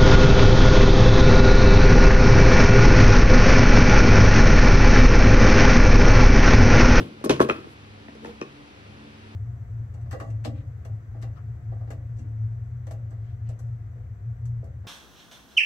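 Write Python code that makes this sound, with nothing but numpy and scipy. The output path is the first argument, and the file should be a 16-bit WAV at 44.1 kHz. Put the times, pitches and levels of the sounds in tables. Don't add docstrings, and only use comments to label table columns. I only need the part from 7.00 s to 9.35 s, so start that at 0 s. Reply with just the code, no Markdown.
import sys
import numpy as np
from scipy import signal
from scipy.fft import rfft, irfft, next_fast_len
from scipy.io import wavfile
from scipy.ndimage import map_coordinates

SR = 44100
rng = np.random.default_rng(int(sys.argv[2]) if len(sys.argv) > 2 else 0)


def transcribe(u):
    v = np.clip(np.atleast_2d(u).T, -1, 1)
    q = np.round(v * 32767).astype(np.int16)
    wavfile.write(sys.argv[1], SR, q)


N = 103635

# freq_hz, coherence
DIFFUSE_COHERENCE = [(100, 1), (350, .96), (600, 0.19), (1100, 0.94), (2000, 0.19), (4500, 0.48),
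                     (10000, 0.067)]


def amp(db):
    return 10 ** (np.asarray(db) / 20)


def unit(x):
    return x / np.sqrt(np.mean(x ** 2) + 1e-20)


def along(points, hz):
    freq_hz, values = np.transpose(points)
    return np.interp(np.log(hz + 1), np.log(freq_hz + 1), values)


def wobble(knots_per_s):
    knots = rng.standard_normal(int(N * knots_per_s / SR) + 4)
    return map_coordinates(knots, [np.arange(N) * knots_per_s / SR])


def filtered(x, response):
    n = x.shape[-1]
    size = next_fast_len(n + SR // 4)
    return irfft(rfft(x, size) * response(np.fft.rfftfreq(size, 1 / SR)), size)[..., :n]


def coloured(x, spectrum):
    return filtered(x, lambda hz: amp(along(spectrum, hz)))


def diffuse(n, coherence=DIFFUSE_COHERENCE):
    def mid_side_gains(hz):
        angle = np.arccos(np.clip(along(coherence, hz), -1, 1)) / 2
        return np.array([np.cos(angle), np.sin(angle)])
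    mid, side = filtered(rng.standard_normal((2, n)), mid_side_gains)
    return np.array([mid + side, mid - side])


def noise(n, spectrum, coherence=DIFFUSE_COHERENCE):
    return unit(coloured(diffuse(n, coherence), spectrum))


def add(track, start_s, sound):
    i = max(round(start_s * SR), 0)
    track[:, i:i + sound.shape[-1]] += sound[..., :N - i]


def ring(modes, t, attack_s, pitch_ratio=1):
    swing = sum((-1) ** k * amp(db - 60 * t / t60_s) * np.sin(2 * np.pi * hz * pitch_ratio * t)
                for k, (hz, db, t60_s) in enumerate(modes))
    return swing * (1 - np.exp(-t / attack_s))


def radiated(x, corner_hz=130):
    return signal.sosfilt(signal.butter(2, corner_hz, 'highpass', fs=SR, output='sos'), x)


def ports(x, right_lead):
    # freq_hz, left_over_right_db
    balance = [(100, -1.5), (350, 2.7), (600, 2), (1100, 1), (2200, 0.4), (5000, 0.1), (10000, -.3)]
    half = np.array([[.5], [-.5]])
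    return filtered(x, lambda hz: amp(half * along(balance, hz))
                    * np.exp(-1j * half * along(right_lead, hz)))


def room(x, early_db=-8.5, early_t60_s=.049, late_db=-10.5, predelay_s=.008):
    # freq_hz, t60_s
    wall_decay = [(150, 0.64), (500, 0.24), (1200, 0.34), (3000, 0.27), (6000, 0.32), (12000, 0.31)]
    # freq_hz, gain_db
    early_colour = [(200, -16), (400, 3), (600, 4), (1100, -2.5), (2000, 2.5), (2550, -3), (3300, 2.5),
                    (8000, 0.5)]
    n = x.shape[-1]
    t = np.arange(n) / SR
    band_hz, frame_s, bands = signal.stft(diffuse(n), SR, nperseg=256)
    band_decay = amp(-60 * frame_s / along(wall_decay, band_hz)[:, None])
    late = signal.istft(bands * band_decay, SR, nperseg=256)[1][:, :n]
    early = coloured(unit(diffuse(n)), early_colour) * unit(amp(-60 * t / early_t60_s))
    impulse = (amp(early_db) * early + amp(late_db) * unit(late)) / np.sqrt(n)
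    impulse = np.pad(impulse, ((0, 0), (round(predelay_s * SR), 0)))
    echo_s, echo_db, low_cut_hz = .0112, -12, 1800
    echo = filtered(x, lambda hz: 1j * hz / (low_cut_hz + 1j * hz) * np.exp(-2j * np.pi * hz * echo_s))
    return amp(echo_db) * echo + signal.fftconvolve(x, impulse, axes=1)[:, :n]


def room_air(gain_db=-48.5):
    # freq_hz, level_db
    spectrum = [(15, -85), (25, -37), (43, -17), (56, -2), (86, -5), (183, -7.5), (209, -3.5), (246, -8),
                (289, -9.5), (378, -7.5), (631, -12), (1170, -14), (2060, -16.5), (2490, -15.5),
                (4750, -25), (5580, -29), (7300, -35), (10900, -43), (13000, -51), (15500, -72)]
    # freq_hz, coherence
    coherence = [(100, 1), (330, 0.93), (600, 1), (1100, 0.79), (2200, 0.28), (4500, 0.14), (10000, 1)]
    # freq_hz, lead_rad
    right_lead = [(100, -1.5), (380, 1), (600, 2), (1100, 2), (2200, 3), (4500, -0.6), (9000, 5)]
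    return amp(gain_db) * ports(noise(N, spectrum, coherence), right_lead)


def hum(gain_db=.5, waver_depth=.81):
    # pitch_hz, level_db
    lines = [(73, -61), (99.5, -54), (139, -60.5)]
    t, out = np.arange(N) / SR, np.zeros(N)
    for hz, db in lines:
        waver = 1 + waver_depth * wobble(6.44)
        out += amp(db) * unit(waver * np.cos(2 * np.pi * hz * t + wobble(5.46)))
    return amp(gain_db) * out


def drone(pitches_hz=(219, 289.2), waver_rad=.39):
    # time_s, lower_db, upper_db
    envelopes = [(0, -51, -46), (.2, -49.5, -65), (.6, -47.5, -67), (.78, -78, -59), (.95, -57.5, -62.5),
                 (1.09, -54.5, -52), (1.3, -44.5, -60), (1.45, -63, -61), (1.58, -76, -50.5),
                 (1.72, -73, -57.5), (1.87, -57.5, -63.5), (2.05, -50, -51), (2.22, -54.5, -65),
                 (2.35, -50.5, -53)]
    time_s, *levels_db = np.transpose(envelopes)
    t, out = np.arange(N) / SR, np.zeros(N)
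    for hz, db in zip(pitches_hz, levels_db):
        tone = unit(np.cos(2 * np.pi * hz * t + waver_rad * wobble(8.13)))
        out += amp(np.interp(t, time_s, db)) * tone
    return out


def blip(start_s=.6445, level_db=-34.5, top_hz=2000, glide_s=.00133, fall_s=.012):
    t = np.maximum(np.arange(N) / SR - start_s, 0)
    hz = top_hz / (1 + t / glide_s) * (t > 0)
    chirp = np.sin(2 * np.pi * np.cumsum(hz) / SR)
    return np.array([[1], [-1]]) * amp(level_db) * np.exp(-t / fall_s) * chirp


def rattle(ticks_per_s=440, low_hz=990, high_hz=6540, t60_s=.0089, spread_db=5):
    out, t = np.zeros((2, N)), np.arange(SR // 40) / SR
    for place, size, pitch in rng.random((int(ticks_per_s * N / SR), 3)):
        hz = low_hz * (high_hz / low_hz) ** pitch
        envelope = amp(spread_db * size ** 2 - 60 * t / t60_s)
        add(out, place * N / SR, envelope * np.sin(2 * np.pi * hz * t))
    return unit(out)


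def slides(grain_db=1.5, rub_db=3, rattle_db=-3.5):
    # peak_s, rise_s, fall_s, drum_db, scrape_db, hiss_db, groan_db
    strokes = [(.2475, .004, .006, -33, -44, -30.5, -34), (.012, .033, .049, -29, -46.5, -53, -42),
               (.301, .004, .033, -31, -28, -47, -32), (.417, .011, .017, -30, -31.5, -36.5, -27),
               (.497, .012, .075, -39, -43.5, -53.5, -38), (.715, .03, .03, -62, -68, -63, -62),
               (1.262, .04, .035, -49, -54, -63, -45), (1.295, .02, .03, -47, -58, -67.5, -42)]
    # freq_hz, level_db
    drum_spectrum = [(30, -24), (80, -5.5), (140, -1.5), (200, -4.5), (310, 3), (520, -15), (750, -20.5),
                     (1300, -23), (3000, -45), (8000, -73)]
    rub_spectrum = [(200, -1.5), (700, -6), (1200, -9), (2000, -4), (3200, 2), (5000, -10), (7000, -21),
                    (14000, -39)]
    hiss_spectrum = [(1500, -6), (5000, 2.5), (7200, 0), (10000, 3.5), (12700, -2), (14000, -21),
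                     (15000, -7), (16000, -27)]
    groan_spectrum = [(250, -28), (410, -2.5), (472, 0.5), (550, -15), (680, -21.5), (800, -14.5),
                      (950, -16.5), (1400, -30), (4000, -73)]
    t, out = np.arange(N) / SR, np.zeros((2, N))
    drum, rub = noise(N, drum_spectrum), noise(N, rub_spectrum)
    hiss, groan = noise(N, hiss_spectrum), noise(N, groan_spectrum)
    grain = amp(grain_db * wobble(knots_per_s=250))
    scrape = amp(rub_db) * grain * rub + amp(rattle_db) * rattle()
    for peak_s, rise_s, fall_s, drum_db, scrape_db, hiss_db, groan_db in strokes:
        envelope = np.exp(-np.where(t < peak_s, ((peak_s - t) / rise_s) ** 2, (t - peak_s) / fall_s))
        lid = amp(drum_db) * drum + amp(groan_db) * groan
        surface = amp(scrape_db) * scrape + amp(hiss_db) * grain * hiss
        out += envelope * (lid + surface)
    return out


def snaps():
    # start_s, level_db, pitch_hz, t60_s
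    pings = [(.2958, -14.5, 6160, 0.0051), (.2966, -11.5, 3560, .005), (0.2972, -1, 1390, 0.0012),
             (.3076, -1, 1400, 0.00099), (0.4027, -18, 6550, 0.0017), (.494, -19, 2530, .01),
             (1.084, -32, 1860, .01), (1.2475, -30, 1820, 0.014), (1.414, -28, 5660, 0.0056)]
    out, t = np.zeros((2, N)), np.arange(SR // 2) / SR
    for start_s, db, hz, t60_s in pings:
        ping = radiated(amp(db - 60 * t / t60_s) * np.sin(2 * np.pi * hz * t))[None]
        add(out, start_s, ping + room(ping))
    return out


def knocks(thud_attack_s=.00078, tool_attack_s=.00013, boom_attack_s=.0052, crack_t60_s=.034):
    # start_s, thud_db, clack_db, plate_db, crack_db, thud_pitch_ratio, clack_pitch_ratio
    contacts = [(.003, -16, -45, -58, -37, 0.81, 1.14), (0.211, -34, -62, -68, -49, 1.24, .7),
                (0.2402, -6.5, -19, -56, -33, 0.73, 1.04), (0.2588, -8, -36, -56, -28, 0.92, 1),
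                (0.2949, -46, -30, -20, -16.5, 0.87, 1.24), (0.2965, .5, -13, -20, -18, .88, 0.9),
                (.3045, -5.5, -7.5, -51, -39, 1, 0.922), (0.3114, -8.5, -35, -23, -21.5, 0.92, 1.04),
                (0.396, -43, -13.5, -49, -48, 1.4, 1.2), (0.4023, 2.5, -0.5, -25, -25.5, 0.99, 0.998),
                (0.416, -13, -20, -43, -23, 1.104, 0.93), (.447, -12, -40, -31, -53, 0.85, 0.51),
                (.4885, -16.5, -20, -28, -31.5, 1.243, 1.1), (0.4971, -12, -6, -10.5, -30.5, 1.02, 1.216),
                (0.5081, -14, -27, -42, -40, 0.987, 1.07), (0.582, -27, -50, -55, -59, 0.83, 1),
                (0.667, -27, -54, -59, -67, 0.84, 0.47), (1.083, -24.5, -27, -44, -64, 0.69, 0.61),
                (1.151, -33.5, -58, -60, -45, 1.09, .8), (1.2472, -26, -24.5, -50, -42, 1.13, 0.83),
                (1.2576, -28.5, -38, -36, -39.5, 1.01, 0.86), (1.414, -15, -21.5, -24.5, -38, 0.922, 1.08)]
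    # pitch_hz, level_db, t60_s
    box_modes = [(203, -7.5, 0.022), (283, -3, 0.025), (350, 1, 0.027), (431.4, 2, 0.018), (580, -3, 0.011),
                 (677.4, -10, 0.029)]
    arm_modes = [(727, 1, 0.0036), (1014, 0.5, 0.013), (1108, -3, 0.024), (1354, -8.5, 0.013),
                 (1673, -11, 0.017)]
    plate_modes = [(2300, -8, 0.0079), (2520, 2, 0.024), (2620, 0.5, 0.015), (2910, -8, .012),
                   (3150, -10.5, 0.024), (3950, -8, 0.0063)]
    room_modes = [(77, -35.5, 0.32), (93.3, -54, 0.98), (135.6, -29.5, 0.325), (159, -53, 0.39),
                  (218.5, -32.5, 0.35), (384, -49, 0.25), (475, -36.5, 0.32), (552, -39, 0.15),
                  (663.5, -40, 0.27), (1086, -30, 0.27)]
    # freq_hz, level_db
    crack_spectrum = [(80, 6), (400, 12), (1500, 4), (3500, -1), (6000, 0.5), (7300, -9.5), (11500, -13.5),
                      (13500, -85), (16000, -76)]
    out, t = np.zeros((2, N)), np.arange(SR * 2 // 3) / SR
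    lag_s, sharp_share, settle_s = .00023, .26, .0017
    thud_age_s = np.maximum(t - lag_s, 0)
    warped_s = thud_age_s + sharp_share * settle_s * (1 - np.exp(-thud_age_s / settle_s))
    for start_s, thud_db, clack_db, plate_db, crack_db, thud_ratio, clack_ratio in contacts:
        thud = amp(thud_db) * ring(box_modes, warped_s, thud_attack_s, thud_ratio)
        clack = amp(clack_db) * ring(arm_modes, t, tool_attack_s, clack_ratio)
        plates = amp(plate_db) * ring(plate_modes, t, tool_attack_s)
        crack = amp(crack_db - 60 * t / crack_t60_s) * noise(len(t), crack_spectrum)
        boom = amp(thud_db) * ring(room_modes, t, boom_attack_s)
        blow = radiated(thud + clack + plates + crack)
        add(out, start_s, blow + room(blow) + boom)
    return out


def scene():
    # freq_hz, gain_db
    lid_colour = [(30, 0), (80, 0.5), (180, 0.5), (350, -1.5), (560, 0.5), (760, -2), (1150, -1),
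                  (1600, -1.5), (2100, -2.5), (2700, -3.5), (3300, -4.5), (5000, -4.5), (10000, -3.5)]
    # freq_hz, lead_rad
    right_lead = [(100, 0.024), (350, 0.2), (600, 1.67), (1100, 2.05), (2200, 1.91), (4500, 1.74),
                  (9000, 3.1)]
    handling = coloured(knocks() + snaps() + slides(), lid_colour)
    return ports(handling, right_lead) + blip() + hum() + drone() + room_air()


def record(dry):
    ceiling, top_hz = 1.02, 15700
    rounded = dry / (1 + np.abs(dry / ceiling) ** 6) ** (1 / 6)
    return filtered(rounded, lambda hz: hz < top_hz)


dry = scene()
out = record(dry)
transcribe(out)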